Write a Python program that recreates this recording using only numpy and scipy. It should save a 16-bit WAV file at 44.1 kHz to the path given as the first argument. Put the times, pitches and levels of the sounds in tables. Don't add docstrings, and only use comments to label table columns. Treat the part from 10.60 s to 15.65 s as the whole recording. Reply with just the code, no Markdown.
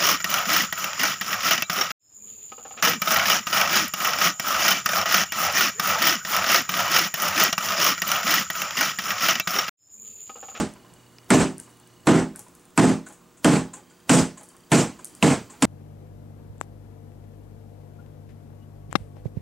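import sys
import numpy as np
from scipy import signal
from scipy.fft import rfft, irfft
from scipy.io import wavfile
from scipy.ndimage import uniform_filter1d

SR = 44100
rng = np.random.default_rng(int(sys.argv[2]) if len(sys.argv) > 2 else 0)


def voltage_ratio(decibels):
    exponent = np.asarray(decibels, float) / 20
    return 10 ** exponent


def int16_out(signal):
    q = np.round(np.clip(np.atleast_2d(signal).T, -1, 1) * 32767)
    wavfile.write(sys.argv[1], SR, q.astype(np.int16))


N = 222873

# frequency [Hz], rise time [s].
RISE = [(60, 0.052), (200, 0.0073), (450, 0.015), (1500, 0.0081), (4000, 0.012), (8000, 0.018)]


def evened(x):
    return x / np.sqrt(np.mean(x ** 2) + 1e-20)


def read(points, hz):
    f, value = np.transpose(points)
    return np.interp(np.log(hz + 1), np.log(f + 1), value)


def curve(points):
    return np.interp(np.arange(N) / SR, *np.transpose(points))


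def add(mix, start_s, sound):
    at = round(start_s * SR)
    sound = sound[..., max(-at, 0):]
    part = mix[..., max(at, 0):][..., :sound.shape[-1]]
    part += sound[..., :part.shape[-1]]


def band(x, hz, width_hz):
    return signal.lfilter(*signal.iirpeak(min(hz, SR * 0.45), hz / width_hz, SR), x)


def decay(t, t60_s):
    return voltage_ratio(-60 * t / t60_s)


def attack(t, rise_s):
    return np.minimum(t / rise_s, 1)


def sine(t, hz):
    return np.sin(2 * np.pi * hz * t)


def pair(shape_db, same, size):
    a, b, c, d = rng.standard_normal((shape_db.shape[1], shape_db.shape[0], 4)).T
    same = np.clip(read(same, np.fft.rfftfreq(size, 1 / SR)), -1, 1)[:, None]
    left = a + 1j * b
    right = same * left + np.sqrt(1 - same ** 2) * (c + 1j * d)
    z = np.array([left, right]) * voltage_ratio(shape_db)
    return signal.istft(z, nperseg=size, noverlap=size * 3 // 4)[1]


def patches(frames, wide, long):
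    field = rng.standard_normal((frames, 513)).T
    return evened(uniform_filter1d(uniform_filter1d(field, wide, axis=0), long, axis=1))


def drone(hz, db, wander_hz):
    drift, swell = (evened(uniform_filter1d(rng.standard_normal(N), SR // 10)) for _ in range(2))
    turns = np.cumsum(hz + wander_hz * drift) / SR
    return voltage_ratio(db + 1.2 * swell) * np.sqrt(2) * np.sin(2 * np.pi * turns)


def workshop():
    # frequency [Hz], density [dB per Hz].
    air_shape = [(25, -44), (60, 5), (95, -5), (140, -2.5), (300, 0.5), (500, -10.5), (1060, -9),
                 (2080, -16.5), (5500, -20.5), (7200, -16), (10500, -24.5), (13500, -26.5), (16000, -22)]
    # time [s], level [dB].
    air_level = [(0, -52.5), (2.7, -54.5), (4.05, -54), (4.6, -50.3)]
    # frequency [Hz], left-right likeness [-1 to 1].
    air_same = [(60, 0.59), (180, 0.85), (550, 0.82), (1650, 0.99), (4970, 0.97), (15000, 0.56)]
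    # frequency [Hz], level [dB], wander [Hz].
    hum_lines = [(361, -64.5, 1), (480, -69, 1), (247, -71, 2), (632, -75, 2), (1050, -74, 6),
                 (1203, -76, 3)]
    # frequency [Hz], level [dB], wander [Hz].
    motor_lines = [(120, -59, 1), (174, -67, 1)]
    # time [s], share [0-1].
    handover = [(0, 0), (1.45, 0.1), (1.9, 0.8), (3, 1)]
    bins = np.fft.rfftfreq(1024, 1 / SR)
    air_db = read(air_shape, bins)[:, None] + 1.2 * patches(N // 256 + 5, 10, 12)
    air = voltage_ratio(curve(air_level)) * evened(pair(air_db, air_same, size=1024)[:, :N])
    share = curve(handover)
    motor = (1 - 0.9 * share) * drone(*motor_lines[0]) + (1 + 0.6 * share) * drone(*motor_lines[1])
    return air + sum(drone(*row) for row in hum_lines) + motor


def camera():
    # start [s], end [s], frequency [Hz], level [dB].
    chirp_tones = [
        (0, 1.5, 2915, -60),
        (0, 1.5, 4490, -66),
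        (2.9, 3.75, 3165, -65),
        (2.9, 3.75, 4740, -64),
        (3.75, 5.05, 3110, -65),
        (3.75, 5.05, 4670, -62.5),
    ]
    frame_s, whine_hz, whine_db = 1001 / 30000, 15735, -73
    t = np.arange(N) / SR
    from_chirp_s = ((t / frame_s + 0.5) % 1 - 0.5 - 0.03) * frame_s
    gate = np.exp(-0.5 * (from_chirp_s / 0.004) ** 2)
    size = voltage_ratio(1.2 * rng.standard_normal(200))[np.round(t / frame_s).astype(int)]
    throb_db = 4 * np.sin(2 * np.pi * t / 0.09)
    out = voltage_ratio(whine_db + throb_db) * np.sqrt(2) * sine(t, whine_hz)
    for start_s, end_s, hz, db in chirp_tones:
        running = (t > start_s) & (t < end_s)
        out = out + voltage_ratio(db) * np.sqrt(2) * running * gate * size * sine(t, hz)
    return out


def click():
    start_s, db, first_hz, second_hz = (0.5845, -33, 5100, 2600)
    t, out = np.arange(400) / SR, np.zeros(500)
    add(out, 0, decay(t, 0.007) * sine(t, first_hz))
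    add(out, 0.0016, decay(t, 0.003) * sine(t, second_hz))
    return start_s, voltage_ratio(db) * out


def knock(start_s, db, hz, t60_s):
    t = np.arange(SR // 4) / SR
    noise = rng.standard_normal((2, len(t)))
    scuff = band(band(noise[0], 0.9 * hz, 1400), hz, 2200)
    tap = decay(t, max(t60_s, 0.01)) * attack(t, 0.0061) * (0.41 * sine(t, hz) + scuff)
    drag = decay(t, 0.29) * attack(t, 0.028) * band(band(noise[1], 260, 750), 350, 1600)
    return start_s, voltage_ratio(db - 0.5) * (tap + 0.9 * drag)


def slide(start_s, db):
    hiss_hz, rise_s, t60_s = 7400, 0.0069, 0.19
    t = np.arange(SR // 4) / SR
    noise = rng.standard_normal((2, len(t)))
    noise = noise[0] + 0.35 * noise
    hiss = band(band(band(noise, hiss_hz, 2700), hiss_hz, 2700), hiss_hz, 6000)
    scrape = 0.15 * band(noise, 3500, 5000)
    return start_s, voltage_ratio(db - 60 * t / t60_s) * attack(t, rise_s) * (hiss + scrape)


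def tick(start_s, db, hiss_db):
    hard_db = db + 30
    hz = 9100 + 9 * hard_db
    hiss_t60_s = 0.24 + 0.004 * hard_db
    t = np.arange(SR // 3) / SR
    noise = rng.standard_normal((2, len(t)))
    noise = noise[0] + 0.52 * noise
    hits = 30.0 * (rng.random(len(t)) < 150 / SR)
    grains = noise * (1 + 0.8 * uniform_filter1d(hits, size=30))
    ping = 0.6 * band(band(noise, hz, 5000), hz, 5000) + 0.5 * sine(t, hz)
    snap = decay(t, 0.0045) * attack(t, 0.0003) * ping
    hiss = voltage_ratio(hiss_db - 60 * t / max(hiss_t60_s, 0.01)) * attack(t, 0.0022)
    hiss = hiss * band(band(grains, 8300, 4700), 8950, 4400)
    lowpass = signal.butter(2, 12500, fs=SR, output="sos")
    return start_s, voltage_ratio(db - 1) * signal.sosfilt(lowpass, 2.12 * snap + 0.83 * hiss)


def rush(blow_s):
    t = np.arange(-0.022, 0, 1 / SR)
    noise = rng.standard_normal(len(t))
    swell_noise = 0.76 * band(noise, 5800, 7900) + 4.2 * band(noise, 270, 530)
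    return blow_s + t[0], voltage_ratio(-33 + 1100 * t) * swell_noise


def box_boom(t, place):
    # frequency [Hz], level struck at place 0 [dB], level at place 1 [dB], t60 [s].
    box_modes = [(122.1, -10.5, -4, 0.31), (142.7, -11, 7.5, 0.3), (167.47, -2.5, -0.5, 0.37),
                 (205, -7, -1.5, 0.4), (241.9, -1, -5.5, 0.28), (257.3, 0.5, -1.5, 0.36),
                 (299.3, 5.5, 1, 0.26), (324.5, -5.5, -13.5, 0.39), (382.8, 2.5, -21, 0.36),
                 (467, -22, 0, 0.37), (488, -15, -35, 0.21), (548, -35, -42, 0.48), (600, -35, -26, 0.56),
                 (667, -6.5, -2.5, 0.24), (848, -18, -13.5, 0.38), (965, 12.5, 5, 0.031),
                 (1043, -12, -13.5, 0.26)]
    detune, share, phase, side = rng.standard_normal((len(box_modes), 4)).T[:, :, None]
    hz, here_db, there_db, t60_s = np.transpose(box_modes)[:, :, None]
    mode_db = here_db + np.clip(place, 0, 1) * (there_db - here_db) + 1.17 * share
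    level = voltage_ratio(mode_db - 60 * t / (t60_s * (1 - 0.46 * place)))
    level = level * (1 - np.exp(-t / read(RISE, hz))) ** 2
    angle = 2 * np.pi * (hz * (1 + 0.007 * detune) * t + phase)
    return np.array([(level * np.sin(angle + way * 0.12 * side)).sum(0) for way in (-1, 1)])


def dense_ring(t, treble_db):
    # frequency [Hz], density [dB per Hz].
    dense_modes = [(18, -63), (30, -99), (80, -18), (150, -6), (260, -1), (420, -7), (650, -10.5),
                   (1030, -14.5), (2200, -21), (3900, -28), (6000, -27), (8000, -19.5), (11000, -40.5),
                   (15700, -46)]
    # frequency [Hz], t60 [s].
    ring_t60 = [(60, 0.36), (200, 0.26), (600, 0.26), (2000, .27), (6000, 0.28), (14000, 0.23)]
    # frequency [Hz], left-right likeness [-1 to 1].
    ring_same = [(30, .3), (70, 0.93), (250, 1), (700, 0.97), (2000, 0.96), (5000, 0.95), (9000, 0.77),
                 (15000, 0.8)]
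    bins = np.fft.rfftfreq(1024, 1 / SR)
    tilt_db = treble_db * np.clip(np.log2(bins / 1500 + 1e-9), 0, 2) / 2
    lumps_db = 1.5 * patches(136, 14, 5)
    shape_db = (read(dense_modes, bins) + tilt_db)[:, None] + lumps_db
    steady = evened(pair(shape_db, ring_same, size=1024)[:, :len(t)])
    spectrum, fine_hz, ring = rfft(steady), np.fft.rfftfreq(len(t), 1 / SR), 0
    edges = np.geomspace(25, 20000, num=13)
    for lo, hi in zip(edges, edges[1:]):
        mid = np.sqrt(lo * hi)
        late_share = 0.93 if mid < 550 else 0.7
        build = (1 - late_share * np.exp(-t / read(RISE, mid))) ** 2 * attack(t, 0.00076)
        part = irfft(spectrum * ((fine_hz >= lo) & (fine_hz < hi)), len(t))
        ring = ring + build * decay(t, read(ring_t60, mid)) * part
    return ring


def shot_crack(t, place):
    burst = rng.standard_normal(len(t)) * decay(t, 0.014) * attack(t, 0.001)
    bright = 1.86 * band(band(band(burst, 9740, 2800), 7400, 1900), 8400, 3700)
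    woody = band(band(burst, 2600, 1700), 2600, 1700) + 0.14 * decay(t, 0.015) * sine(t, 2700)
    return bright + voltage_ratio(-7 + 17 * place) * woody


def blow(start_s, db, crack_db, treble_db, place):
    overload_db = 19
    boom_db = 1.5 - 38 * max(0.38 - place, 0)
    t = np.arange(SR * 3 // 4) / SR
    sound = dense_ring(t, treble_db)
    sound = sound + voltage_ratio(boom_db - 2.5) * box_boom(t, place)
    sound = sound + voltage_ratio(crack_db) * shot_crack(t, place)
    return start_s - 0.0008, voltage_ratio(db + overload_db) * sound


def scene():
    # start [s], strength [dB], crack [dB], treble [dB], strike place [0-1].
    blow_events = [
        (-0.16, -2, -19, -0.5, 0.58),
        (0.7044, -8.5, -9.5, -1, 0.19),
        (1.471, -9.5, -14, -5, 0.31),
        (2.177, -10.5, -9, -2, 0.39),
        (2.846, -11, -6.5, -1.5, 0.43),
        (3.4946, -12.5, -9, 4.5, 0.56),
        (4.118, -15, -9, 2.5, 0.7),
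        (4.6268, -14.5, -5, -0.5, 0.91),
        (5.023, -14, -8, 3.5, 0.7),
    ]
    # start [s], peak [dB], hiss of loosened shot [dB].
    snap_events = [(0.1377, -32.5, -34), (0.338, -34.5, -20), (0.645, -42, -18), (0.9812, -21, -20),
                   (0.9998, -20, -18), (1.094, -41, -6), (1.1714, -38, -24), (1.1995, -36, -22),
                   (1.274, -36.5, -26), (1.3384, -46, -21), (1.406, -45, -25), (1.7598, -19.5, -17.5),
                   (1.793, -18, -19), (1.7992, -30, -11), (1.8837, -34, -19), (1.9512, -29, -22),
                   (1.9959, -40, -10), (2.054, -35, -19), (2.105, -43, -25), (2.487, -28.5, -15),
                   (2.525, -36, -9), (3.4017, -46, -27), (3.811, -33, -16.5), (3.8323, -30, -9.5),
                   (3.8881, -33.5, -9), (3.9665, -33, -21), (4.007, -44, -25), (4.0477, -44, -30),
                   (4.4458, -15, -27), (4.4533, -19, -16), (4.5507, -26, -16)]
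    # start [s], peak [dB].
    slide_events = [
        (1.028, -41),
        (2.46, -31),
        (2.52, -39.5),
        (2.768, -41),
        (3.132, -26),
        (3.296, -45.5),
        (3.771, -31.5),
        (4.386, -38),
        (4.897, -33),
    ]
    # start [s], peak [dB], frequency [Hz].
    lift_events = [
        (1.751, -31, 1520),
        (2.463, -26.5, 1486),
        (3.134, -25.5, 1038),
        (3.771, -29.5, 1057),
        (4.897, -31, 1070),
    ]
    # start [s], peak [dB], frequency [Hz].
    knock_events = [
        (0.156, -33, 1000),
        (0.244, -35.5, 1038),
        (0.306, -42, 1035),
        (0.988, -34.5, 1560),
        (1.072, -36.5, 1020),
        (1.862, -35.5, 990),
        (3.307, -41, 1470),
        (3.942, -38, 1066),
        (4.388, -29.5, 1015),
    ]
    mix = workshop() + camera()
    add(mix, *click())
    for start_s, db, hz in list(lift_events) + list(knock_events):
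        add(mix, *knock(start_s, db, hz, t60_s=0.073))
    for start_s, _, _ in lift_events:
        add(mix, *knock(start_s + 0.036, db=-32.5, hz=833, t60_s=0.1))
    for row in slide_events:
        add(mix, *slide(*row))
    for row in snap_events:
        add(mix, *tick(*row))
    for row in blow_events:
        add(mix, *rush(row[0]))
        add(mix, *blow(*row))
    return mix


def band_limit(x):
    return signal.sosfilt(signal.butter(12, 15850, fs=SR, output="sos"), x)


def record(dry):
    # frequency [Hz], left minus right [dB].
    port_lean = [(30, 4), (80, -4), (200, -1.5), (600, -1.4), (4000, -0.9), (12000, -0.5)]
    edge_hz, recovery_db_per_s, threshold_db = 15950, 346, -11.5
    hz = np.fft.rfftfreq(N, 1 / SR)
    lean = voltage_ratio(read(port_lean, hz) * np.array([[0.5], [-0.5]]))
    dry = irfft(rfft(dry) * lean * (hz < edge_hz), N)
    power_db = 10 * np.log10(abs(uniform_filter1d((dry ** 2).mean(0), 220)) + 1e-12)
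    fall_db = np.arange(N) * recovery_db_per_s / SR
    held_db = np.maximum.accumulate(power_db + fall_db) - fall_db
    over_db = np.maximum(held_db - threshold_db, 0)
    limited = dry / voltage_ratio(0.85 * uniform_filter1d(over_db, 90))
    return band_limit(1.033 * np.tanh(limited / 1.35))


dry = scene()
out = record(dry)
int16_out(out)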